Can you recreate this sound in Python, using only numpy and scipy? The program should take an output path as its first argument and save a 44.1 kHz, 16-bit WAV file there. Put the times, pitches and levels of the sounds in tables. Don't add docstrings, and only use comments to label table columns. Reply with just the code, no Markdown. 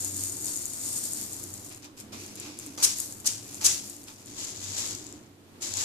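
import sys
import numpy as np
from scipy import signal
from scipy.fft import rfft, irfft
from scipy.io import wavfile
from scipy.ndimage import uniform_filter1d

SR = 44100
rng = np.random.default_rng(int(sys.argv[2]) if len(sys.argv) > 2 else 0)


def unload_audio(sound):
    columns = np.transpose(np.atleast_2d(sound))
    steps = np.round(np.clip(columns, -1, 1) * 32767)
    wavfile.write(sys.argv[1], SR, steps.astype(np.int16))


N = 257544
T = np.arange(N) / SR

# frequency in Hz, relative density in dB.
MURMUR_SPECTRUM = [(20, -14), (45, -37), (62, -9), (80, -20.5), (110, -7), (160, -13), (250, -6.5),
                   (380, -11), (480, -16), (750, -20), (1500, -27), (4000, -31), (7000, -34.5),
                   (15000, -38)]
# frequency in Hz, bandwidth in Hz, level against the murmur in dB.
ROOM_MODES = [(109.3, 17, -8), (204.5, 10.5, -9.5), (292.9, 15.2, -3.5), (351.2, 11.4, -9)]
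# centre in seconds, change in dB, half length in seconds.
MURMUR_DIPS = [(1.88, -5, 0.15), (2.9, -1.5, 0.49), (4.11, -3.5, 0.29), (5.38, -6, 0.17)]
# centre in seconds, level in dB, half length in seconds.
HUM_SWELLS = [(0.163, -42.5, 0.19), (1.483, -48, 0.17), (2.193, -50.5, 0.09), (2.858, -57, 0.12),
              (3.666, -47.5, 0.09), (4.698, -46, 0.11), (5.77, -46.5, 0.091)]

# frequency in Hz, relative density in dB.
JAR_BODY_SPECTRUM = [(120, -6.5), (280, 1.5), (450, 3.5), (700, 2), (1300, 2), (2400, -22), (3500, -1.5),
                     (6000, -24.5), (14000, -54)]
JAR_WALL_SPECTRUM = [(400, -11), (800, -5.5), (1300, -8.5), (1850, -7), (2450, 0), (3100, -4.5), (5000, 1),
                     (6000, 3), (7000, 3), (9000, -4), (11500, -4.5), (14500, -14.5)]
SHAKE_SPECTRUM = [(300, -31.5), (700, -34.5), (1300, -29.5), (2000, -23), (3000, -14.5), (4200, -10.5),
                  (5300, -3), (6600, -1.5), (8000, -3), (10000, -8), (14500, -18.5)]
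HEAP_SPECTRUM = [(400, -15), (900, -15), (1700, -17), (2800, -11), (4000, -7.5), (5600, -4.5), (6500, -2.5),
                 (7050, -2), (7700, -5.5), (8800, -14), (11500, -16), (14500, -27)]
GRAIN_SPECTRUM = [(500, -36), (3000, -27), (5000, -15.5), (6200, -5), (7000, 5.5), (7800, -0.5), (8500, 1),
                  (10000, -3.5), (11800, -3), (14500, -15)]
CUP_SPECTRUM = [(400, -12.5), (1000, -14), (1900, -16), (3200, -15), (4600, -6.5), (6000, -4), (6950, -2),
                (7800, -3), (8550, -3.5), (9700, -6), (11200, -4.5), (14500, -11.5)]

# start in seconds, rise in seconds, level in dB,
# 60 dB decay time in seconds, treble weight in dB, thud level in dB.
WALL_SLIPS = [(1.699, 0.018, -51.5, 0.28, -6, -57.5), (1.814, 0.04, -52, 0.1, -3.5, -55),
              (1.955, 0.05, -55.5, 0.14, 6, -62.5), (2.118, 0.011, -49.5, 0.71, -0.5, -49),
              (2.18, 0.029, -59.5, 1.5, 6, -68), (2.351, 0.1, -50, 0.7, -5.5, -56),
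              (2.57, 0.051, -61, 1.5, 9, -63), (3.36, 0.17, -57.5, 2.5, 10, -59),
              (4.065, 0.017, -53, 0.24, -1, -54.5), (4.13, 0.19, -66, 1.1, 6.5, -68)]
# start in seconds, rise in seconds, level in dB, 60 dB decay time in seconds.
STIRRINGS = [(4.255, 0.025, -48.5, 0.73), (4.33, 0.12, -38.5, 0.28), (4.479, 0.38, -33.5, 0.68),
             (5.604, 0.022, -35, 0.96), (5.731, 0.098, -31.5, 0.73)]
# time in seconds, level in dB.
HEAP_SNAPS = [(4.863, -28.5), (4.876, -28), (4.9095, -31), (4.950, -27.5), (5.0415, -40), (5.0665, -35.5),
              (5.1255, -38), (5.7385, -25), (5.7705, -25.5)]
# start, onset of the rush and landing in seconds, rush level in dB,
# rustle and settling against the rush in dB, 60 dB settling time in seconds, thud level in dB.
JAR_SHAKES = [(2.776, 2.824, 2.850, -16.5, -18, -9.5, 0.45, -43),
              (3.244, 3.256, 3.275, -22, -18.5, -9.5, 0.45, -56.5),
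              (3.61, 3.641, 3.667, -17, -15, -6, 0.44, -50.5)]
# time in seconds, level in dB.
CLUMP_HITS = [(2.8395, -15), (2.849, -15), (3.2715, -19), (3.2745, -18), (3.653, -14), (3.6655, -13)]
# time in seconds, level in dB.
GRAIN_HITS = [(.047, -26), (.077, -36), (.167, -27), (0.237, -27), (0.423, -34), (0.4666, -28),
              (.5645, -28.5), (.624, -35), (0.6555, -26.5), (0.7346, -31.5), (1.331, -32), (1.366, -35),
              (1.438, -33), (1.5392, -34), (1.6937, -42), (1.725, -41.5), (2.001, -37.5), (2.263, -40),
              (2.3559, -36.5), (2.3992, -34.5), (2.589, -31.5), (2.6628, -36), (2.985, -28), (3.0023, -26),
              (3.5448, -36.5), (3.555, -42), (4.2594, -43)]
# time in seconds, level in dB.
STREAM_FLOW = [(0, -44), (0.75, -40), (0.89, -35.5), (1.25, -39.5), (1.68, -47.5), (1.8, -58)]
# start in seconds, level in dB.
LIP_GUSHES = [(-0.045, -35.5), (0.156, -34), (0.411, -36), (2.933, -36), (3.801, -43)]
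# frequency in Hz, bandwidth in Hz,
# gain of the added ring in dB, strongest moment in seconds, half length in seconds.
CUP_MODES = [(6950, 240, 3.5, 0.059, 0.97), (8450, 220, 4, 0.27, 0.86), (8600, 740, 2, 0.95, 0.12)]
# frequency in Hz, left minus right in dB.
MIC_IMBALANCE = [(100, 0), (380, -3.5), (1300, -1.5), (2400, 0), (4600, -5), (6800, 7.5), (8500, 5.5),
                 (11000, 1), (15000, 4)]


def amp(db):
    return 10 ** (np.asarray(db) / 20)


def curve(rows):
    s, db = np.transpose(rows)
    outside = np.maximum(s[0] - T, 0) + np.maximum(T - s[-1], 0)
    return amp(np.interp(T, s, db)) * np.exp(-outside / 0.011)


def bell(centre_s, half_s):
    return np.exp(-((T - centre_s) / half_s) ** 2)


def swell(start, rise_s, db, t60, build=1):
    after = np.maximum(T - start - rise_s, 0)
    return np.clip((T - start) / rise_s, 0, 1) ** build * amp(db - 60 * after / t60)


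def waver(rate):
    held = int(SR / rate)
    steps = np.repeat(rng.standard_normal(N // held + 1), held)
    return uniform_filter1d(steps, held)[:N]


def convolve(x, h):
    return signal.oaconvolve(np.atleast_2d(x), np.atleast_2d(h), axes=1)[:, :N]


def response(points, size=1024):
    hz, db = np.transpose(points)
    log_hz = np.log(np.fft.rfftfreq(size, 1 / SR) + 1)
    magnitude = amp(np.interp(log_hz, np.log(hz), db))
    cepstrum = irfft(np.log(magnitude))
    cepstrum[1:size // 2] *= 2
    cepstrum[size // 2 + 1:] = 0
    return irfft(np.exp(rfft(cepstrum)))


def colour(x, points, size=1024):
    h = response(points, size=size)
    return convolve(x, h / np.linalg.norm(h))


def resonate(x, hz, width_hz):
    return signal.lfilter(*signal.iirpeak(hz, hz / width_hz, fs=SR), x)


def impact(ring_s, scatter_db=-17):
    t = np.arange(1024) / SR
    ring = t / ring_s * np.exp(1 - t / ring_s)
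    scatter = amp(scatter_db) * np.exp(-t / .004)
    h = rng.standard_normal((2, len(t))) * (ring + scatter)
    return h / np.linalg.norm(h, axis=1, keepdims=True)


def swarm(gain, rate, spread_db, count=16):
    chance = np.clip(rate / SR * gain / gain.max(), 1e-3, 1)
    size = amp(spread_db * np.clip(rng.standard_normal(N), -2, 2))
    impulses = (rng.random(N) < chance) * rng.choice([-1, 1], N)
    hits = impulses * size / np.sqrt(np.mean(size ** 2) * chance) * gain
    spot = rng.integers(count, size=N)
    contacts = [impact(ring_s=.0003) for _ in range(count)]
    return sum(convolve(hits * (spot == k), h) for k, h in enumerate(contacts))


def strikes(rows):
    out = np.zeros((2, N))
    for s, db in rows:
        start = int(s * SR)
        h = impact(ring_s=.00045)[:, :N - start]
        out[:, start:start + h.shape[1]] += h * amp(db) * np.sqrt(SR / 1000)
    return out


def room_murmur(level_db=-51.5):
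    mid, side = colour(rng.standard_normal((2, N)), MURMUR_SPECTRUM, size=4096)
    side = convolve(side, response([(30, -20.5), (80, -8), (280, -10.0), (600, -4.5), (1200, 1)]))
    air = mid + side * np.array([[1], [-1]])
    for hz, width_hz, db in ROOM_MODES:
        mode = resonate(rng.standard_normal(N), hz, width_hz)
        air = air + mode / mode.std() * amp(db + 4.0 * waver(rate=11))
    dip_db = sum(db * bell(s, half_s) for s, db, half_s in MURMUR_DIPS)
    return air * amp(level_db + dip_db)


def low_hum(hz=95, rest_db=-59):
    swells = sum(amp(db) * bell(s, half_s) for s, db, half_s in HUM_SWELLS)
    return np.sin(2 * np.pi * hz * T) * np.hypot(swells, amp(rest_db))


def kitchen_reverb(x, t60=0.33, wet_db=-9, gap_s=0.0037):
    t = T[:SR // 2]
    tail = rng.standard_normal((2, len(t))) * amp(-60 * t / t60) * (t > gap_s)
    return x + amp(wet_db) * convolve(x, tail / np.linalg.norm(tail, axis=1, keepdims=True))


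def jar_thuds(decay_s=0.026):
    thuds = [(s + rise_s, db) for s, rise_s, *_, db in WALL_SLIPS]
    thuds += [(s, db) for start, rush_s, *_, db in JAR_SHAKES for s in (start, rush_s)]
    push = sum(amp(db) * (T > s) * np.exp(-np.maximum(T - s, 0) / decay_s) for s, db in thuds)
    return colour(swarm(push, rate=6000, spread_db=3.0, count=6), JAR_BODY_SPECTRUM) * amp(5)


def slip_envelopes():
    return [swell(s, rise_s, db, t60, build=0.72) for s, rise_s, db, t60, _, _ in WALL_SLIPS]


def sliding_rice():
    slips = slip_envelopes()
    motion = sum(slips)
    treble = sum(slip * amp(db) for slip, (*_, db, _) in zip(slips, WALL_SLIPS))
    treble_weight = (treble + 1e-9) / (motion + 1e-9)
    rustle = colour(swarm(motion, rate=5000, spread_db=1.0), JAR_WALL_SPECTRUM)
    low = signal.sosfiltfilt(signal.butter(2, 6000, fs=SR, output="sos"), rustle)
    return low * amp(8.5) + (rustle - low) * treble_weight * amp(6.0)


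def flutter(depth_db=1.5):
    return amp(depth_db * waver(rate=40))


def stirred_rice():
    motion = sum(swell(*row, build=0.92) for row in STIRRINGS) * flutter()
    snaps = strikes(HEAP_SNAPS) + swarm(motion, rate=94, spread_db=2.5, count=4) * amp(-10)
    crunches = convolve(snaps, response([(3000, -5), (5500, -2), (7000, 4.5), (12000, 4)]))
    hiss = swarm(motion, rate=9000, spread_db=0.5) * amp(1.3)
    return colour(hiss + crunches, HEAP_SPECTRUM)


def shaken_rice():
    rustle, rush, settle = np.zeros((3, N))
    for start, rush_s, land_s, db, rustle_db, settle_db, t60, _ in JAR_SHAKES:
        speed = np.clip((T - rush_s) / (land_s - rush_s), 0, 1)
        after = np.maximum(T - land_s, 0)
        lead_in = np.exp(np.minimum(T - rush_s, 0) / 0.091)
        rustle += amp(db + rustle_db) * (T > start) * (T <= land_s) * lead_in
        rush += amp(db) * speed ** .4 * np.exp(-after / 0.004)
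        settle += amp(db + settle_db - 60 * after / t60) * (T > land_s)
    rushing = swarm(rush, rate=14000, spread_db=2.0) * amp(2.0)
    bright = colour(rushing + strikes(CLUMP_HITS), SHAKE_SPECTRUM)
    settling = colour(swarm(settle, rate=14000, spread_db=3), SHAKE_SPECTRUM)
    dull = convolve(settling, response([(700, 18), (2500, 7.5), (6500, 1.0), (11000, -0.5)]))
    rustling = colour(swarm(rustle, rate=4300, spread_db=5.5, count=8), JAR_WALL_SPECTRUM)
    return bright + dull + rustling * amp(-0.5)


def flow_envelope():
    gush_power = sum(swell(s, rise_s=0.07, db=db, t60=0.9) ** 2 for s, db in LIP_GUSHES)
    return np.sqrt(curve(STREAM_FLOW) ** 2 + gush_power) * flutter()


def bouncing_grains(rebound_s=0.0057, rebound_db=-6):
    delays = rebound_s * rng.uniform(.5, 2, len(GRAIN_HITS))
    rebounds = [(s + delay, db + rebound_db) for (s, db), delay in zip(GRAIN_HITS, delays)]
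    motion = flow_envelope() + sum(slip_envelopes())
    loose = swarm(motion, rate=52, spread_db=9, count=4) * amp(-14)
    return colour(strikes(GRAIN_HITS + rebounds) + loose, GRAIN_SPECTRUM) * amp(4)


def pouring_rice():
    flow = flow_envelope()
    soft = colour(swarm(flow, rate=9100, spread_db=2.0), CUP_SPECTRUM) * amp(-1.0)
    hard = colour(swarm(flow, rate=730, spread_db=7.5, count=8), GRAIN_SPECTRUM) * amp(-6.5)
    stream = soft + hard
    ringing = sum(resonate(stream, hz, width_hz) * amp(db) * bell(s, half_s)
                  for hz, width_hz, db, s, half_s in CUP_MODES)
    return stream + ringing


def pan(x, db):
    return x * amp(np.array([[db], [-db]]) / 2)


def scene():
    in_cup = pan(pouring_rice() + bouncing_grains(), db=0.2)
    in_jar = pan(sliding_rice() + jar_thuds(), db=-0.5) + shaken_rice()
    stirred = pan(stirred_rice(), db=1.0)
    return kitchen_reverb(in_cup + in_jar + stirred) + room_murmur() + low_hum()


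def record(dry, cutoff_hz=14700):
    mics = [response([(hz, sign * db / 2) for hz, db in MIC_IMBALANCE]) for sign in (1, -1)]
    rounded = np.tanh(convolve(dry, mics))
    return signal.sosfilt(signal.ellip(10, .2, 80, cutoff_hz, fs=SR, output="sos"), rounded)


dry = scene()
out = record(dry)
unload_audio(out)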